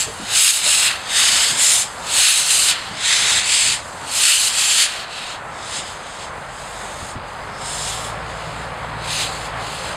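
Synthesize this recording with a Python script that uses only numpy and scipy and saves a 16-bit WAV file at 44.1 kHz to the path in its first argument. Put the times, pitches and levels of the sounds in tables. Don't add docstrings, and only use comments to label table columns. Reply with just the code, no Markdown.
import sys
import numpy as np
from scipy import signal
from scipy.fft import rfft, irfft, next_fast_len
from scipy.io import wavfile
from scipy.ndimage import uniform_filter1d

SR = 44100
rng = np.random.default_rng(int(sys.argv[2]) if len(sys.argv) > 2 else 0)


def file_out(sig):
    cols = np.atleast_2d(sig).T
    lim = np.clip(cols, -1, 1)
    pcm = np.round(lim * 32767).astype(np.int16)
    wavfile.write(sys.argv[1], SR, pcm)


N = 439236
TIME = np.arange(N) / SR

# frequency in Hz, relative density in dB.
HISS_SPECTRUM = [(500, -13), (1300, -29), (2000, -7), (2700, 1), (3800, 2.5), (4800, 1), (6400, 2),
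                 (7600, 4), (9000, 0.5), (10500, -6.5), (11700, -14), (14000, -19.5), (15500, -33)]


def undb(db):
    return 10 ** (np.asarray(db) / 20)


def unit(x):
    return x / np.sqrt(np.mean(x ** 2))


def curves(rows):
    times_s, *columns = np.transpose(rows)
    return [np.interp(TIME, times_s, column) for column in columns]


def shape_db(spectrum, hz):
    points_hz, db = np.transpose(spectrum)
    return np.interp(np.log(hz + 1), np.log(points_hz), db)


def noise(spectrum):
    size = next_fast_len(N)
    gain = undb(shape_db(spectrum, np.fft.rfftfreq(size, 1 / SR)))
    return unit(irfft(rfft(rng.standard_normal(size)) * gain, size)[:N])


def wander(rate_hz):
    steps = rng.standard_normal(4096)
    return 1.2 * np.interp(TIME * rate_hz, np.arange(len(steps)), steps)


def resonance(x, hz, width_hz):
    return signal.lfilter(*signal.iirpeak(hz, hz / width_hz, fs=SR), x)


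def narrow_noise(samples, hz, width_hz):
    band = resonance(rng.standard_normal(samples), hz, width_hz)
    return unit(resonance(band, hz, 2 * width_hz))


def chimney(swell_db=1.0, swell_hz=7):
    # frequency in Hz, relative density in dB.
    rush_spectrum = [(20, -15), (50, -2.5), (110, 0), (200, -4), (350, -7), (550, -0.5), (850, 3),
                     (1300, 1.5), (2000, -5), (4500, -30.5), (8500, -23), (12000, -40), (15500, -62)]
    # time in seconds, level in dB.
    draught = [(0, -32.5), (1.6, -32.5), (2.4, -32.5), (3.6, -32.5), (4.6, -32.5), (5.15, -35),
               (5.5, -32.5), (6.3, -33.5), (6.7, -32.5), (7.3, -32), (9.96, -30)]
    # time in seconds, extra bass in dB.
    rumble = [(0, 3.5), (1, 0), (1.7, -2.5), (2.5, -0.5), (3.8, 3.5), (4.3, -2.5), (5.1, -5), (5.6, 1.5)]
    level_db, = curves(draught)
    rumble_db, = curves(rumble)
    rush = noise(rush_spectrum)
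    rush = rush + (undb(rumble_db) - 1) * resonance(rush, hz=80, width_hz=110)
    return rush * undb(level_db + swell_db * wander(swell_hz))


def wheel_thuds(rise_s=0.015, gain_db=-8):
    # start in seconds, relative peak in dB, pitch in Hz.
    blows = [(.06, -30, 85), (.065, -24, 503), (0.196, -25, 205), (.65, -25.5, 554), (1.314, -33, 125),
             (1.32, -35, 230), (1.495, -23.5, 160), (2.0, -36, 113), (2.86, -31, 107), (2.905, -27, 151),
             (3.353, -29, 81), (3.653, -27, 118), (5.777, -29, 200), (7.01, -24.5, 84.2),
             (7.145, -21.5, 94)]
    out = np.zeros(N)
    age_s = np.arange(SR // 2) / SR
    envelope = age_s / rise_s * np.exp(1 - age_s / rise_s)
    for start_s, db, hz in blows:
        shake = narrow_noise(len(age_s), hz, width_hz=110 + 0.13 * hz)
        start = int(start_s * SR)
        out[start:start + len(age_s)] += undb(db + gain_db) * shake * envelope
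    return out


def steam_leaks():
    # middle in seconds, half length in seconds, peak in dB, pitch in Hz, width in Hz.
    whistles = [(7.35, .2, -54, 4820, 170), (7.82, .17, -35, 5300, 600)]
    out = 0
    for middle_s, half_s, db, hz, width_hz in whistles:
        swell = np.exp(-((TIME - middle_s) / half_s) ** 2 / 2)
        out = out + narrow_noise(N, hz, width_hz) * undb(db) * swell
    return out


def diesel(hunt_depth=0.0025, knock_depth=0.29, waver_hz=9, exhaust_gain_db=-1, block_gain_db=-3):
    # time in seconds, firing rate in Hz, relative exhaust and clatter levels in dB.
    run = [(5.1, 44, -66, -56), (5.5, 44, -57, -39), (6.3, 44.5, -54, -38), (6.7, 46.5, -46, -33),
           (7.5, 47.5, -47.5, -34), (7.8, 53.5, -41.5, -33), (8.1, 56.3, -41, -32), (8.7, 56.6, -41, -31.2),
           (9.3, 56.4, -40.7, -30), (9.96, 55.8, -46, -29.3)]
    # multiple of the firing rate, relative level in dB, waver in dB.
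    tones = [(1, 0, .8), (2, 0, 1), (2.71, -1.5, 2), (2.85, -10, 2.5), (3, -6, 1.5), (1.37, -13, 3),
             (8, -9, 3), (13.58, -6, 3), (18.8, -7, 3), (19.75, -8, 3), (24.4, -8, 3)]
    # frequency in Hz, relative density in dB.
    clatter_spectrum = [(30, -8), (80, 0), (150, 3), (260, -2.5), (360, -2.5), (550, 8), (1100, 4),
                        (1700, -1), (2600, -2.5), (4500, -7.5), (9000, -39)]
    firing_hz, exhaust_db, clatter_db = curves(run)
    phase = 2 * np.pi * np.cumsum(firing_hz * (1 + hunt_depth * wander(12))) / SR
    idle_db = np.interp(firing_hz, [47, 52], [-6, 0])
    hum = 0
    for multiple, db, waver_db in tones:
        tone_db = db + idle_db * (multiple > 1) + waver_db * wander(waver_hz)
        hum = hum + np.sqrt(2) * np.sin(multiple * phase) * undb(tone_db)
    clatter = unit(noise(clatter_spectrum) * (1 + knock_depth * np.cos(phase)))
    return hum * undb(exhaust_db + exhaust_gain_db) + clatter * undb(clatter_db + block_gain_db)


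def water_spit(decay_s=0.00064):
    # start in seconds, relative level in dB.
    slugs = [(2.703, -10)]
    envelope = sum(undb(db) * (TIME >= s) * np.exp(-abs(TIME - s) / decay_s) for s, db in slugs)
    return resonance(noise(HISS_SPECTRUM), hz=4000, width_hz=5000) * envelope


def steam_flow(open_db_per_s=176, shut_db_per_s=283, shoulder_db=10):
    # time in seconds, level in dB.
    weep = [(0, -40), (4, -44.5), (5.4, -53.5), (7.1, -51), (7.2, -71), (7.28, -53), (9.96, -56.5)]
    # start and time open in seconds,
    # level, pressure rise while open, brightness (upper over lower hiss) and sizzle (the very top)
    # in relative dB, lag of the ground bounce in ms.
    blasts = [(-.02, 0.016, -21.5, -1.5, 2, -4.5, 0.67), (0.441, .12, -14.5, -6, 1.5, 2, .76),
              (.694, .165, -20, -2, .5, -2, .75), (.912, 0.068, -28, -10, -11, 0, 0.67),
              (1.201, 0.29, -18.5, -2.5, -1.5, -4, 0.6), (1.656, 0.14, -20.5, -5, 4, -3.5, .55),
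              (2.182, .21, -19.5, 0.5, 0.5, -0.5, .73), (2.525, .15, -20.5, -3.5, 1.5, -2, 0.7),
              (2.76, 0.21, -33.5, -8, -11, -4, 0.69), (3.101, 0.27, -18.5, 0.5, -2.5, -8.5, 0.53),
              (3.525, .19, -19.5, -1.5, -1, -8, 0.39), (4.195, .27, -21, 1, 0, -0.5, 0.71),
              (4.61, 0.21, -19.5, 0, -1, -3, 0.68), (4.917, 0.086, -28.5, -4, -10.5, -2.5, 0.71),
              (5.161, .16, -32.5, -1, -9, -5, 0.72), (5.605, 0.16, -34.5, 15, -1.5, -12, 0.56),
              (5.897, .1, -41, -9.5, -4, -6, 0.62), (6.092, .14, -39.5, 3, -3, -11, .58),
              (6.584, 0.51, -43.5, 3, 1, -6, .58), (7.684, .204, -33.5, 4.5, 2, -7, .565),
              (7.94, .13, -35, -3, -2, -1, 0.55), (8.314, .33, -43.5, -1.5, -4, -7, .4),
              (9.145, 0.073, -24, 2, -5.5, 0, 0.46), (9.305, 0.15, -36.5, -2, -4.5, -1, 0.43),
              (9.655, 0.25, -35.5, 1, -5, -2.5, .42)]
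    times_s = np.arange(0, TIME[-1], 0.001)
    total = undb(np.interp(times_s, *np.transpose(weep))) ** 2
    bright, sizzle, lag = 0, -1.1 * total, 0.67 * total
    for start_s, open_s, db, rise_db, bright_db, sizzle_db, lag_ms in blasts:
        age_s = times_s - start_s
        ramps_db = np.maximum(-open_db_per_s * age_s, shut_db_per_s * (age_s - open_s))
        rounded_db = np.hypot(np.maximum(0, ramps_db), shoulder_db) - shoulder_db
        throttle_db = np.minimum(rounded_db, 120)
        pressure_db = rise_db * (np.clip(age_s / open_s, 0, 1) - 0.5)
        power = undb(db + pressure_db - throttle_db) ** 2
        total = total + power
        bright = bright + power * (bright_db - 0.27 * throttle_db)
        sizzle = sizzle + power * (sizzle_db - 0.22 * throttle_db)
        lag = lag + power * lag_ms
    return curves(np.column_stack([times_s, 10 * np.log10(total), bright / total, sizzle / total, lag / total]))


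def jet_hiss(bright_db, sizzle_db, drift_db=0.9, drift_hz=7, flicker_db=1.0, flicker_hz=40):
    size = next_fast_len(N)
    hz = np.fft.rfftfreq(size, 1 / SR)
    eddies = rfft(rng.standard_normal(size)) * undb(shape_db(HISS_SPECTRUM, hz))
    edges_hz = np.geomspace(600, 16500, 33)
    out = 0
    for low_hz, high_hz in zip(edges_hz, edges_hz[1:]):
        band = irfft(eddies * ((hz >= low_hz) & (hz < high_hz)), size)[:N]
        bright_share = np.interp(low_hz, [3600, 6500], [0, 1])
        sizzle_share = np.interp(low_hz, [7500, 11000], [0, 1])
        wander_db = drift_db * wander(drift_hz) + flicker_db * wander(flicker_hz)
        out = out + band * undb(bright_share * bright_db + sizzle_share * sizzle_db + wander_db)
    lower_hiss = irfft(eddies * ((hz > 2400) & (hz < 5000)), size)
    return out / lower_hiss.std()


def cylinder_cocks(hiss_gain_db=0.14, roar_gain_db=-11.5, sputter_db=0.7, sputter_hz=130, bounce_gain=0.18):
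    # middle in seconds, extra dB, half length in seconds.
    surges = [(0.487, 7.5, 0.033), (0.858, 1.5, 0.042), (2.275, 11, 0.056), (2.71, 8, 0.034),
              (3.133, 2, 0.018), (4.302, 14, 0.067), (4.816, 6.5, 0.034)]
    # time in seconds, extra roar in dB.
    wetness = [(1, 2.5), (4.5, -1.2), (9.2, -2)]
    # frequency in Hz, relative density in dB.
    roar_spectrum = [(300, -19.5), (700, -5), (1400, 9), (2000, 12.5), (2600, 9), (4000, -33)]
    level_db, bright_db, sizzle_db, lag_ms = steam_flow()
    surge_db = sum(db * np.exp(-((TIME - s) / half_s) ** 2) for s, db, half_s in surges)
    bright_db = bright_db - 0.25 * surge_db
    wet_db, = curves(wetness)
    roar_db = roar_gain_db + wet_db - 0.57 * bright_db - 0.33 * sizzle_db
    hiss = jet_hiss(bright_db + 0.56, sizzle_db + 1.5) * undb(hiss_gain_db)
    roar = noise(roar_spectrum) * undb(roar_db)
    steam = (hiss + roar) * undb(level_db + surge_db + sputter_db * wander(sputter_hz))
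    return steam + bounce_gain * np.interp(TIME - lag_ms / 1000, TIME, steam)


def scene():
    yard = cylinder_cocks() + water_spit() + wheel_thuds() + chimney() + diesel() + steam_leaks()
    return np.array([yard, yard])


def record(dry):
    # centre in Hz, width in Hz, gain in dB.
    dips = [(5715, 900, -15), (6910, 200, -10)]
    limit_db, window_s, recovery_db_per_s = -12.6, 0.02, 75
    cutoff_hz = 15700
    x = dry
    for hz, width_hz, db in dips:
        x = x - (1 - undb(db)) * resonance(x, hz, width_hz)
    rms = np.sqrt(abs(uniform_filter1d(x[0] ** 2, int(window_s * SR))))
    over_db = 20 * np.log10(np.maximum(1, rms / undb(limit_db)))
    recovered_db = recovery_db_per_s * TIME
    duck_db = np.maximum.accumulate(over_db + recovered_db) - recovered_db
    lowpass = signal.ellip(10, 0.2, 80, cutoff_hz, fs=SR, output="sos")
    return signal.sosfilt(lowpass, x * undb(-duck_db))


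dry = scene()
out = record(dry)
file_out(out)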